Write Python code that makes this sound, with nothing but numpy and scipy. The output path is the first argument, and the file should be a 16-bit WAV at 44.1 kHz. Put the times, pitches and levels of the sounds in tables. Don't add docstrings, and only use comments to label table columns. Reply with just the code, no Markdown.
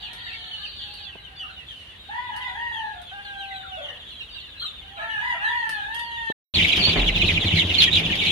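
import sys
import numpy as np
from scipy import signal
from scipy.fft import rfft, irfft, next_fast_len
from scipy.io import wavfile
from scipy.ndimage import uniform_filter1d, map_coordinates

SR = 44100
rng = np.random.default_rng(int(sys.argv[2]) if len(sys.argv) > 2 else 0)


def digitize_waveform(pressure):
    field = np.atleast_2d(pressure).T
    bounded = np.clip(field, -1, 1)
    quanta = np.round(bounded * 32767).astype(np.int16)
    wavfile.write(sys.argv[1], SR, quanta)


N = 366471
COOP_END, BOX_START = 6.325, 6.538


def amp(db):
    return 10 ** (np.asarray(db) / 20)


def unit(x):
    return x / np.sqrt(np.mean(x ** 2) + 1e-20)


def along(points, hz):
    f, v = np.transpose(points)
    return np.interp(np.log(hz + 1), np.log(f + 1), v)


def curves(rows):
    s, *cols = np.transpose(rows)
    return [np.interp(np.arange(N) / SR, s, c) for c in cols]


def during(start, end, fade):
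    t = np.arange(N) / SR
    return np.clip(np.minimum(t - start, end - t) / fade, 0, 1)


def wobble(rate, size=N):
    points = rng.standard_normal(int(size * rate / SR) + 4)
    return map_coordinates(points, [np.arange(size) * rate / SR])


def filtered(x, response):
    size = x.shape[-1]
    m = next_fast_len(size + SR // 2)
    return irfft(rfft(x, m) * response(np.fft.rfftfreq(m, 1 / SR)), m)[..., :size]


def add(track, s, sound):
    part = track[..., max(0, round(s * SR)):][..., :sound.shape[-1]]
    part += sound[..., :part.shape[-1]]


# frequency in Hz, likeness from 0 (unrelated) to 1 (the same).
ALIKE = [(60, 0.98), (130, 0.92), (280, 0.82), (600, 0.68), (1300, 0.11), (3000, 0.091), (13000, 0.078)]


def rush(spectrum):
    def mid_side(hz):
        turn = np.arccos(np.clip(along(ALIKE, hz), -1, 1)) / 2
        return amp(along(spectrum, hz)) * [np.cos(turn), np.sin(turn)]

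    mid, side = filtered(rng.standard_normal((2, N)), mid_side)
    return unit(np.array([mid + side, mid - side]))


def room(x, t60, wet_db, walls_db, reach, lead_ms=0):
    t = np.arange(SR // 2) / SR
    tail = rng.standard_normal((2, len(t))) * amp(-60 * t / t60) * (1 - np.exp(-t / 0.0049))
    echo = amp(wet_db) * tail / np.linalg.norm(tail[0])
    for side in echo:
        spots = (rng.uniform(.001, reach, size=6) * SR).astype(int)
        side[spots] += amp(walls_db) * rng.standard_normal(size=6)
    shift = int(np.clip(round(lead_ms / 1000 * SR / 2), -12, 12))
    echo[[0, 1], [12 - shift, 12 + shift]] += 1
    return signal.fftconvolve(x[None], echo / np.linalg.norm(echo, axis=1, keepdims=True), axes=1)


LEAD_MS_PER_DB = -0.37


def placed(call, db, pan_db, t60, wet_db, walls_db, reach):
    balance = amp([[pan_db / 2], [-pan_db / 2]])
    return amp(db) * balance * room(call, t60, wet_db, walls_db, reach, LEAD_MS_PER_DB * pan_db)


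PEEP_ATTACK_S, PEEP_RELEASE_SHARE = 0.002, 0.24
ROOST_HOLD, BROOD_HOLD = 1.6, 1.5
OCTAVE_KNEE_HZ, OCTAVE_FALL_DB = 3570, 19.5
ARCH = 0.01486


def peep(length, start_hz, end_hz, swell_db, quaver, octave_db, twelfth_db, hold=ROOST_HOLD):
    size = int(max(length, .005) * SR)
    u = np.linspace(0, 1, size)
    glide = start_hz + (end_hz - start_hz) * u ** hold
    arc = glide * (1 + ARCH * np.sin(np.pi * u))
    phase = 2 * np.pi * np.cumsum(arc * (1 + quaver * wobble(262, size))) / SR
    ramp = np.minimum(u * length / PEEP_ATTACK_S, (1 - u) / PEEP_RELEASE_SHARE)
    gate = np.sin(np.pi / 2 * np.clip(ramp, 0, 1)) ** 2
    shape = unit(gate * amp(swell_db * (u - .5) + 2.3 * wobble(130, size)))
    octave = amp(octave_db - OCTAVE_FALL_DB * np.maximum(np.log2(arc / OCTAVE_KNEE_HZ), 0))
    upper = amp(twelfth_db) * (np.sin(3 * phase) + .5 * np.sin(4 * phase))
    return shape * (np.sin(phase) + octave * np.sin(2 * phase) + upper)


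# start in seconds, length in seconds, starting pitch in Hz, end pitch in Hz,
# relative level in dB, left-right balance in dB (positive is louder on the left).
SHRILL_CALLS = [(0.327, .12, 4510, 4200, -50, 5), (0.463, 0.19, 4320, 4320, -47, 5),
                (0.649, 0.067, 4530, 4260, -45, 2), (1.356, 0.045, 4460, 4770, -50, 1.5),
                (0.737, 0.15, 4390, 4300, -48, -1.5), (0.988, 0.082, 4460, 4420, -57, 2.5),
                (4.297, 0.069, 4430, 4670, -49, -1), (5.995, 0.11, 4570, 4110, -48.5, 2),
                (6.615, 0.014, 2277, 4100, -17, -3), (6.791, 0.033, 4600, 4430, -28.5, 7),
                (6.817, 0.056, 4270, 4440, -24.5, -11.5), (6.854, 0.056, 4580, 4440, -23.5, 0.5),
                (7.78, 0.021, 4230, 4370, -16.5, -3.5), (7.911, 0.0256, 3490, 3960, -23, -5)]


def glides(peeps, start, end):
    return list(peeps) + [row for row in SHRILL_CALLS if start <= row[0] < end]


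ROOST_WET_DB = -6


def crowd(start, end, count, length, high_hz, scatter, fall, spread_db, octave_db, t60, quaver,
          wet_db=ROOST_WET_DB, hold=ROOST_HOLD, fall_spread=0.716, swell_db=10):
    spots = np.zeros((8, N))
    slots = start + (end - start) * (np.arange(count) + rng.random(count)) / count
    for i, (s, (a, b, c, d)) in enumerate(zip(slots, rng.uniform(-1, 1, size=(count, 4)))):
        hz = high_hz * (1 - scatter * abs(a))
        drop = fall * (1 + fall_spread * b)
        call = peep(length * np.exp(.5 * c), hz, hz * (1 - drop), swell_db, quaver, octave_db, -37.0, hold)
        add(spots[i % len(spots)], s, amp(spread_db * d) * call)
    mass = sum(room(x, t60, wet_db, -6, .02, rng.uniform(-0.41, .3))[:, :N] for x in spots)
    return unit(mass) * np.sqrt((end - start) * SR / N)


# frequency in Hz, relative level in dB.
NIGHT = [(20, -31.5), (45, 2.5), (70, 3.5), (110, -2.5), (200, -10), (400, -14), (900, -15.5),
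         (1600, -14.5), (2300, -13), (3000, -8), (4400, -18.5), (5200, -41), (8000, -46.5), (10000, -35.5),
         (12000, -61.5), (13200, -32)]
# frequency in Hz, relative level in dB.
HISS = [(1500, -12), (2300, -10.5), (3000, 1.5), (4300, -2.5), (5200, -12.5), (6800, -19), (8000, -21),
        (10000, -17.5), (13000, -40)]
HISS_DB = -59.5


def night():
    air = amp(-48.5 + 0.31 * wobble(8)) * rush(NIGHT)
    return air + amp(HISS_DB + 2.5 * wobble(5) + 1.5 * wobble(25)) * rush(HISS)


# time in seconds, level in dB.
ROOST_CROWD = [(0.05, -43), (0.54, -43.5), (0.95, -48), (1.19, -47.5), (1.37, -52.5), (1.61, -48.5),
               (2.1, -53.5), (2.46, -43), (2.9, -48.5), (3.34, -42.5), (3.58, -43.5), (5.03, -43),
               (5.33, -47.5), (6.15, -40)]
# time in seconds, level in dB.
FLURRY = [(0, -46), (.85, -41), (1.05, -40), (1.15, -60), (1.3, -82)]
# start in seconds, length in seconds, starting pitch in Hz,
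# end pitch in Hz, relative level in dB, left-right balance in dB (positive is louder on the left).
ROOST_PEEPS = [(0.024, 0.045, 2810, 2780, -43, -2.5), (0.226, 0.083, 3820, 3400, -42, 2),
               (0.265, 0.014, 1735, 2160, -34, -1), (0.317, 0.023, 2630, 2770, -38, -1),
               (0.341, 0.017, 2260, 1990, -37, -4), (0.388, 0.072, 3030, 2790, -44.0, -1.5),
               (0.434, 0.06, 3550, 2940, -49, 1.5), (0.509, 0.075, 3000, 2825, -36.5, -3),
               (0.627, 0.042, 3150, 2370, -35, -1), (0.706, 0.09, 3320, 2780, -56, -1.5),
               (0.867, 0.079, 3610, 3480, -51, 0), (0.956, 0.069, 3780, 3100, -49, -1.5),
               (1.024, 0.038, 4630, 3700, -43.5, -5), (1.046, 0.042, 3466, 3220, -42.5, -9),
               (1.084, 0.068, 3060, 2410, -44.5, -1), (1.239, 0.047, 3094, 2630, -43.5, 1),
               (1.363, 0.06, 3490, 3080, -42, -1.5), (1.394, 0.053, 3000, 2670, -35, 0),
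               (1.43, 0.035, 1235, 1140, -43.5, 1), (1.449, 0.048, 2910, 2590, -45, -8),
               (1.488, 0.036, 1460, 1460, -43.5, 1), (1.499, 0.08, 4180, 3350, -52, 2),
               (1.563, 0.07, 2910, 2456, -45, -9), (1.668, 0.041, 3570, 3040, -45.5, -1),
               (1.684, 0.064, 3260, 2600, -40, 2), (1.757, 0.094, 3050, 2720, -42, 0),
               (1.866, 0.043, 2900, 2900, -48, 1.5), (1.894, 0.031, 3510, 3250, -50.5, 0.5),
               (1.993, 0.15, 3766, 3470, -46.5, -1), (2.409, 0.025, 3200, 2540, -37, -2.5),
               (2.482, 0.032, 3880, 3330, -45.5, -1), (2.724, 0.1, 3373, 2635, -38.5, 3.5),
               (3.067, 0.057, 3496, 2820, -43, 1), (3.235, 0.038, 4510, 3430, -49, -1.5),
               (3.246, 0.057, 2980, 2730, -48, 5), (3.396, 0.045, 3200, 2740, -39.5, 0),
               (3.434, 0.026, 2870, 2220, -40, 3), (3.506, 0.022, 2070, 1840, -36, 0.5),
               (3.533, 0.098, 4010, 3350, -44.5, 6), (3.629, 0.04, 1460, 1230, -43.5, 2),
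               (3.72, 0.043, 2900, 2660, -40, -2), (3.819, 0.05, 3550, 2600, -37, -0.5),
               (3.884, 0.03, 3020, 2830, -36.5, 7), (3.996, 0.031, 2840, 2670, -49, 2),
               (4.064, 0.083, 3600, 3250, -50.5, -3), (4.104, 0.064, 4110, 3670, -47, -3.5),
               (4.203, 0.023, 2840, 2500, -35.5, -5), (4.336, 0.055, 2860, 2660, -45.5, -12),
               (4.343, 0.07, 3930, 3200, -41.5, -1), (4.388, 0.035, 2970, 2570, -46, 0.5),
               (4.4, 0.023, 4330, 3400, -46.5, -9), (4.596, 0.11, 4200, 3340, -33, 2),
               (4.604, 0.08, 3230, 2920, -39, -1.5), (4.615, 0.047, 1422, 1190, -41, 4),
               (4.76, 0.05, 3600, 3420, -48, 0.5), (4.856, 0.059, 3040, 2700, -49.5, -4),
               (5.1, 0.056, 2897, 2780, -37, 0), (5.446, 0.087, 4020, 3150, -40, 0),
               (5.569, 0.076, 4430, 3760, -54, 10), (5.714, 0.073, 4400, 3900, -46.5, 5.5),
               (5.942, 0.047, 3210, 3160, -34.5, 0.5), (5.996, 0.035, 3560, 3380, -44.5, 7),
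               (6.163, 0.043, 3500, 3440, -47, 9)]
# start in seconds, length in seconds, pitch in Hz, relative level in dB.
CHIRRS = [(0.019, 0.066, 2900, -42), (0.798, 0.047, 3232, -35.5)]
CHIRR_QUAVER = .1
MUTTER_DB = -58
RASP, RASP_BELOW_HZ = 0.14, 2160


def roost():
    out = amp(curves(ROOST_CROWD)[0]) * crowd(
        -.1, COOP_END, count=300, length=.06, high_hz=4120, scatter=.3, fall=0.16, spread_db=4.0,
        octave_db=-31.0, t60=0.2, quaver=0.0096)
    out += amp(curves(FLURRY)[0]) * crowd(
        -0.15, 1.0, count=130, length=0.07, high_hz=4700, scatter=0.4, fall=0.09, spread_db=-0.5,
        octave_db=-31.5, t60=0.22, quaver=0.005)
    out += amp(MUTTER_DB) * crowd(
        0, COOP_END, count=80, length=.04, high_hz=2150, scatter=.25, fall=.1, spread_db=5,
        octave_db=-12, t60=.4, quaver=.03)
    for s, length, start_hz, end_hz, db, pan_db in glides(ROOST_PEEPS, 0, COOP_END):
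        quaver = 0.0079 + RASP * max(1 - start_hz / RASP_BELOW_HZ, 0)
        call = peep(length, start_hz, end_hz, swell_db=0, quaver=quaver, octave_db=-31, twelfth_db=-38)
        add(out, s, placed(call, db + 4, pan_db, t60=0.35, wet_db=ROOST_WET_DB, walls_db=-8, reach=0.022))
    for s, length, hz, db in CHIRRS:
        call = peep(length, hz, hz, swell_db=-3, quaver=CHIRR_QUAVER, octave_db=-34, twelfth_db=-42)
        add(out, s, placed(call, db + 4, 0, t60=0.35, wet_db=3, walls_db=-3, reach=0.022))
    return out


# multiple of the fundamental, level in dB against the octave.
OVERTONES = [(3, -15.5), (4, -47), (5, -32.5), (6, -56), (7, -39), (8, -49), (10, -44.5), (11, -44)]
# multiple just below, level in dB before the whine's own side-tone level is added.
SIDE_TONES = [(1, -9), (2, -11), (3, -3), (4, -17)]


def whine(pitch, low_db, high_db, rough, jitter, split_db):
    size = len(pitch)
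    flutter = jitter * rough * (wobble(209.1, size) + wobble(69.44, size))
    drift = 0.0039 * wobble(25.2, size)
    phase = 2 * np.pi * np.cumsum(pitch * (1 + flutter + drift)) / SR
    upper = np.sin(2 * phase) + sum(amp(db) * np.sin(k * phase) for k, db in OVERTONES)
    split = sum(amp(db + 5.1 * wobble(31.4, size)) * np.sin((k + .5) * phase) for k, db in SIDE_TONES)
    return np.sqrt(2) * (amp(low_db) * np.sin(phase) + amp(high_db) * (upper + amp(split_db) * split))


# start in seconds, length in seconds, time to the top in seconds,
# top pitch in Hz, end pitch in Hz, fundamental's relative level in dB, octave over the fundamental in dB,
# roughness from 0 to 1, side tones in dB, room echo in dB, lead of the left side in milliseconds.
WHINES = [(0, 0.63, 0.21, 928.5, 841, -54.5, 8, 0.92, -2, 2, 0.33),
          (0, 0.51, 0.21, 759, 726, -56, -6, 0.84, -20, 0, 0.31),
          (0.755, 0.79, 0.089, 812, 764, -57.5, 3.5, 0.5, -23.5, 2, 0.29),
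          (2.085, 0.2, 0.14, 997, 926, -33.5, -5, 0.27, -11, 6, 0.24),
          (2.289, 0.051, .01, 855, 831, -35.5, -4, 0.1, -3, 2, 0.23),
          (2.334, 0.14, .085, 1006, 965, -35, -0.5, 0.37, -9.5, 2.5, 0.17),
          (2.458, .04, .005, 840, 746, -38.5, -10, 0.65, -14, 3, .17),
          (2.544, 0.1815, 0.1, 954.3, 932, -37, 4.5, 0.21, -30, 2, 0.17),
          (2.709, 0.18, 0.021, 904, 835.7, -34, 0.5, 0.45, -28, 1.5, 0.16),
          (2.93, 0.038, 0.0047, 769, 700, -42.5, -6, 0.6, -17, 7, 0.31),
          (3.11, 0.088, 0.053, 800, 804, -39.5, -1.5, 0.2, -7, -10.5, -0.23),
          (3.242, 0.13, 0.0051, 804, 792, -44, 4.5, 0, -37, -4, -0.22),
          (3.377, 0.19, 0.012, 792, 770, -37.5, -4, 0.03, -28, -15, -0.21),
          (3.591, 0.2, 0.0062, 770, 733, -42.5, -1.5, 0.26, -13, 0, -0.32),
          (3.766, 0.074, 0.016, 626, 570, -41, -11, 0.8, 5, 0, -0.16),
          (3.84, 0.079, 0.0046, 578, 487.4, -52, -3, 0.8, 9.5, 5, -.2),
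          (4.801, 0.18, 0.082, 790, 820, -52, -5, 0.1, -30.5, 5.5, -0.37),
          (4.966, 0.046, 0.044, 686, 677, -39.5, 2.5, 0.8, -2.5, -1, -0.3),
          (4.984, 0.2, 0.061, 892.6, 833, -38, 7, 0.44, -12, 6.5, -0.21),
          (5.19, .13, 0.095, 991, 956, -34, 6, 0.53, -18.5, 1, -0.25),
          (5.31, 0.042, 0.0053, 867, 690, -40, 0.5, 0.63, -0.5, -1, -0.11),
          (5.375, 0.038, 0.035, 787, 793, -42.5, -0.5, 0.6, 7, 0, -0.21),
          (5.405, 0.25, 0.14, 955.5, 884, -34, 6.5, 0.43, -16, 1.5, -0.3),
          (5.635, 0.17, 0.0033, 881, 818.4, -40, 9.5, 0.2, -13.5, 5.5, -0.3),
          (5.804, 0.51, .27, 940, 888.6, -38, 5.5, 0.12, -22.5, -0.5, -0.29)]
SLACK_HZ, SCOOP = 774, 0.036
SCOOP_POWER, SAG_POWER = 2.8, 1.35
WHINE_ATTACK_S, WHINE_RELEASE_S, WHINE_FADE_DB = 0.012, 0.06, 1.5
BREAK_ROUGH, BREAK_S = 0.5, 0.045
WAVER_DB, WAVER_PER_S = 2.5, 21
COOP_T60_S = .42


def hens():
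    out = np.zeros((2, N))
    for s, length, rise, top_hz, end_hz, db, octave_db, rough, split_db, wet_db, lead_ms in WHINES:
        t = np.arange(int((length + WHINE_RELEASE_S) * SR)) / SR
        depth_hz = max(top_hz - SLACK_HZ, SCOOP * top_hz)
        scoop_hz = depth_hz * (1 - np.minimum(t / rise, 1)) ** SCOOP_POWER
        sag_hz = (top_hz - end_hz) * np.clip((t - rise) / (length - rise), 0, 1) ** SAG_POWER
        faded_db = db - WHINE_FADE_DB * (t / length - .5)
        low_db = faded_db + WAVER_DB * wobble(WAVER_PER_S, len(t))
        high_db = faded_db + WAVER_DB * wobble(WAVER_PER_S, len(t)) + octave_db
        hoarse = np.clip(rough + BREAK_ROUGH * np.exp(-t / BREAK_S), 0, 1)
        voice = whine(top_hz - scoop_hz - sag_hz, low_db, high_db, hoarse, jitter=0.0276, split_db=split_db)
        gate = np.clip(np.minimum(t / WHINE_ATTACK_S, (t[-1] - t) / WHINE_RELEASE_S), 0, 1)
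        add(out, s, room(voice * gate, COOP_T60_S, wet_db, walls_db=-17, reach=0.043, lead_ms=lead_ms))
    return out


# start in seconds, relative level in dB.
TICKS = [(0.1318, -32.5), (0.9383, -36.5), (2.363, -32.5), (3.017, -39.5), (5.692, -23), (5.945, -29),
         (5.992, -33)]
# frequency in Hz, relative level in dB.
TICK_COLOUR = [(1500, -4), (3200, -1.5), (5000, -3), (7500, -19), (9150, -4.5), (11000, -14), (13000, -15)]
# start in seconds, relative level in dB.
BUMPS = [(1.154, -39.5), (6.3, -29.5)]


def knocks():
    t = np.arange(SR // 4) / SR
    ticks, bumps = np.zeros(N), np.zeros(N)
    for s, db in TICKS:
        add(ticks, s, amp(db - 15.0) * (amp(-60 * t / 0.014) + amp(1.5 - 60 * t / 0.21)))
    for s, db in BUMPS:
        add(bumps, s, amp(db + 8.5) * amp(-60 * t / 0.027) * (1 - np.exp(-(t / 0.00025) ** 2)))
    bump_colour = [(60, -36.5), (200, 9.0), (450, 4.5), (900, -1.0), (1800, -40.0), (4000, -120)]  # (Hz, dB)
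    return ticks * rush(TICK_COLOUR) + bumps * rush(bump_colour)


# time in seconds, relative level in dB.
BROOD_CROWD = [(6.55, -26), (6.564, -20), (7.066, -24.5), (7.086, -23.5), (7.114, -30.5), (7.304, -22),
               (7.334, -28.5), (7.368, -28.5), (7.578, -22), (7.598, -19), (7.65, -27.5), (7.816, -19),
               (7.9, -27), (7.962, -19.5), (8.026, -27.5), (8.06, -24), (8.074, -28), (8.3, -19)]
# start in seconds, length in seconds, starting pitch in Hz,
# end pitch in Hz, relative level in dB, left-right balance in dB (positive is louder on the left).
BROOD_PEEPS = [(6.542, 0.031, 4460.0, 2744, -21.5, -2.5), (6.577, 0.024, 3450.0, 1837, -19.5, -1.5),
               (6.59, 0.02, 2150, 1886, -27.5, 5), (6.595, 0.02, 3300.0, 2500, -26, -1.5),
               (6.629, 0.018, 3780.0, 1974, -27, 1.0), (6.641, 0.016, 2230.0, 2195, -16, 5.5),
               (6.681, 0.029, 3350.0, 2840, -24, -9.5), (6.716, 0.021, 4050.0, 1874, -18.5, -5.5),
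               (6.768, 0.032, 3830.0, 3200.0, -34, -4.0), (6.784, 0.03, 3200.0, 2710, -28, 1.0),
               (6.837, 0.018, 3780.0, 2690, -22, -0.5), (6.863, 0.015, 4360.0, 2230, -21, -6.5),
               (6.883, 0.022, 3550.0, 2380, -23, -1.5), (6.907, 0.026, 4160.0, 2820.0, -27, -5.5),
               (6.965, 0.033, 4450, 3720, -33.5, -3), (6.971, 0.035, 3590.0, 2170, -26.0, -4.5),
               (7.007, 0.033, 3690.0, 2570, -31, -1.5), (7.06, 0.032, 3300.0, 2380, -21.5, -4.0),
               (7.072, 0.03, 3490.0, 2060, -21.5, 0), (7.085, 0.0186, 2300, 1840, -24, -2),
               (7.138, 0.031, 3830.0, 2466, -26, -4.5), (7.157, 0.017, 2810.0, 2280, -22.5, -2.5),
               (7.194, 0.036, 3010.0, 2040, -19.5, -3.0), (7.215, 0.015, 3980.0, 2630.0, -22, 0),
               (7.222, 0.035, 3500.0, 2165, -24, -1), (7.235, 0.035, 4200, 3630, -33, -6),
               (7.274, 0.04, 3880.0, 2696, -25, -8), (7.287, 0.01, 2620.0, 1920, -16, 1),
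               (7.305, 0.014, 2100, 1775, -27, -1), (7.332, 0.043, 3780.0, 2064, -25, 0.5),
               (7.362, 0.023, 2960.0, 1954, -20, -4), (7.404, 0.028, 3980.0, 2910.0, -25, -2),
               (7.463, 0.025, 3780.0, 2600, -24, -4), (7.493, 0.039, 3150.0, 2140, -26, 1.5),
               (7.565, 0.019, 2230.0, 1810, -25, 3), (7.583, 0.021, 4030.0, 2660, -20, -8.5),
               (7.602, 0.023, 3300.0, 2470.0, -20, -1), (7.691, 0.0272, 3010.0, 2535, -21, -1.5),
               (7.732, 0.028, 3800.0, 2750, -22.5, -6), (7.796, 0.014, 4560.0, 2790, -13.5, -7),
               (7.814, 0.012, 3880.0, 2730.0, -11, -2.5), (7.822, 0.035, 3490.0, 2920, -18.5, -4.5),
               (7.862, 0.035, 3440.0, 2920, -23.5, -2.0), (7.871, 0.02, 1890.0, 1810, -28.5, 6),
               (7.928, 0.015, 3930.0, 3260, -17, -7.5), (7.947, 0.022, 4030.0, 2740, -18, -2.0),
               (7.966, 0.0096, 3800.0, 2510, -14, -6.5), (7.982, 0.019, 3040.0, 2060, -24.5, 0.0),
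               (8.032, 0.041, 3640.0, 2410, -25.5, 0.0), (8.092, 0.016, 1870.0, 1710, -32.5, 6),
               (8.112, 0.028, 3200.0, 1830, -22.5, 0.5), (8.238, 0.051, 3730.0, 1930, -26, 1),
               (8.27, 0.037, 3640.0, 2740, -29, 2.5)]
# frequency in Hz, relative level in dB.
AIR = [(3500, -19.5), (5200, -3), (6600, 6.5), (8200, -14.5), (9800, -6.5), (11500, -19.5), (13000, -10.5)]
AIR_DB = -31.5
LOW_CHEEP_DB = -8
BROOD_SWELL_DB = 6
BROOD_QUAVER, QUAVER_PER_S = 0.0041, .12
BOX_T60_S, BOX_WET_DB = .11, -8


def brood():
    mass = amp(curves(BROOD_CROWD)[0] - 1.0)
    out = mass * crowd(
        6.45, N / SR, count=280, length=.018, high_hz=4257, scatter=.33, fall=0.296, spread_db=4,
        octave_db=-29.5, t60=BOX_T60_S, quaver=0.0098, wet_db=BOX_WET_DB, hold=BROOD_HOLD,
        fall_spread=0.463, swell_db=7.5)
    out += amp(LOW_CHEEP_DB) * mass * crowd(
        6.45, N / SR, count=60, length=.016, high_hz=2590, scatter=.2, fall=.14, spread_db=5.5,
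        octave_db=-17, t60=BOX_T60_S, quaver=0.0078, wet_db=BOX_WET_DB, hold=BROOD_HOLD,
        fall_spread=0.41, swell_db=0)
    for s, length, start_hz, end_hz, db, pan_db in glides(BROOD_PEEPS, BOX_START, N / SR):
        call = peep(length, start_hz, end_hz, BROOD_SWELL_DB, quaver=BROOD_QUAVER + QUAVER_PER_S * length,
                    octave_db=-30, twelfth_db=-49.5, hold=BROOD_HOLD)
        add(out, s, placed(call, db + 2.5, pan_db, BOX_T60_S, BOX_WET_DB, walls_db=-5.5, reach=0.011))
    effort = np.sqrt(np.abs(uniform_filter1d(np.mean(out ** 2, axis=0), size=130)))
    return out + amp(AIR_DB) * effort * rush(AIR)


# start in seconds, drumming in dB, scratching in dB.
LANDINGS = [(6.567, -37, -60), (6.772, -36, -30), (6.871, -35, -31), (6.958, -46, -21.5),
            (7.233, -24.5, -38), (7.365, -54, -58), (7.438, -26.5, -45), (7.536, -24, -64), (8.0, -41, -44),
            (8.088, -30, -72)]
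# frequency in Hz, width in Hz, relative level in dB.
BOX_MODES = [(90.3, 15.4, 2), (163.4, 9.7, -1), (66.4, 3.5, -37), (184, 13, -35), (318.3, 19.5, -12.5)]
# frequency in Hz, relative level in dB.
LITTER = [(120, -6), (200, -2), (323, -1.5), (559, -8.5), (702, -6.5), (1160, -14.5), (1500, -15.5),
          (1950, -12.5), (3300, -120)]
# frequency in Hz, relative level in dB.
RUSTLE = [(900, -23), (1500, 1.5), (3000, 17), (5000, 4), (6700, -9.5), (8200, -36), (10000, -9),
          (11500, -22), (13000, -14)]
LANDING_RISE_S, LANDING_T60_S = 0.00077, 0.28
PATTER_DB, SCRATCH_DB = -31, -35.5
STEPS_PER_S = 150
SWAY_S, SWAY_HZ, SWAY_DB, SWAY_T60_S = 6.965, 40.8, -17.5, 1.4
RUSTLE_DB, RUSTLE_FOLLOWS = -32, 0.35


def feet():
    t = np.arange(SR // 2) / SR
    landing = np.minimum(t / LANDING_RISE_S, 1) * amp(-60 * t / LANDING_T60_S)
    force, scratch = np.full(N, amp(PATTER_DB)), np.full(N, amp(SCRATCH_DB))
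    for s, drum_db, scratch_db in LANDINGS:
        add(force, s, amp(drum_db) * landing)
        add(scratch, s, amp(scratch_db) * landing)
    steps = rng.standard_normal(N) * (rng.random(N) < STEPS_PER_S / SR)

    def panel(f):
        modes = sum(amp(db) * 1j * f * w / (c * c - f * f + 1j * f * w) for c, w, db in BOX_MODES)
        return modes / (1 + (f / 450) ** 4)

    drum = force * unit(filtered(steps, panel))
    sway = np.sin(2 * np.pi * SWAY_HZ * t) * amp(-60 * t / SWAY_T60_S)
    add(drum, SWAY_S, amp(SWAY_DB) * sway * signal.windows.tukey(len(t), .15))
    stir_db = RUSTLE_FOLLOWS * curves(BROOD_CROWD)[0] + 2.45 * wobble(350) + 5.3 * wobble(30)
    return drum + scratch * rush(LITTER) + amp(RUSTLE_DB) * unit(amp(stir_db)) * rush(RUSTLE)


def scene():
    coop = night() + roost() + hens() + knocks()
    box = brood() + feet()
    return coop * during(-1, COOP_END, 0.0049) + box * during(BOX_START, 10, 0.0011)


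# frequency in Hz, left over right in dB.
BRIGHTER_LEFT = [(4500, 0), (5500, 4), (7200, 13.5), (13000, 10.5)]
TOP_HZ = 13400


def record(dry):
    x = filtered(dry, lambda hz: amp(along(BRIGHTER_LEFT, hz) * np.array([[.5], [-.5]])))
    x = x / (1 + np.abs(x / .92) ** 8) ** (1 / 8)
    return filtered(x, lambda hz: hz < TOP_HZ)


dry = scene()
out = record(dry)
digitize_waveform(out)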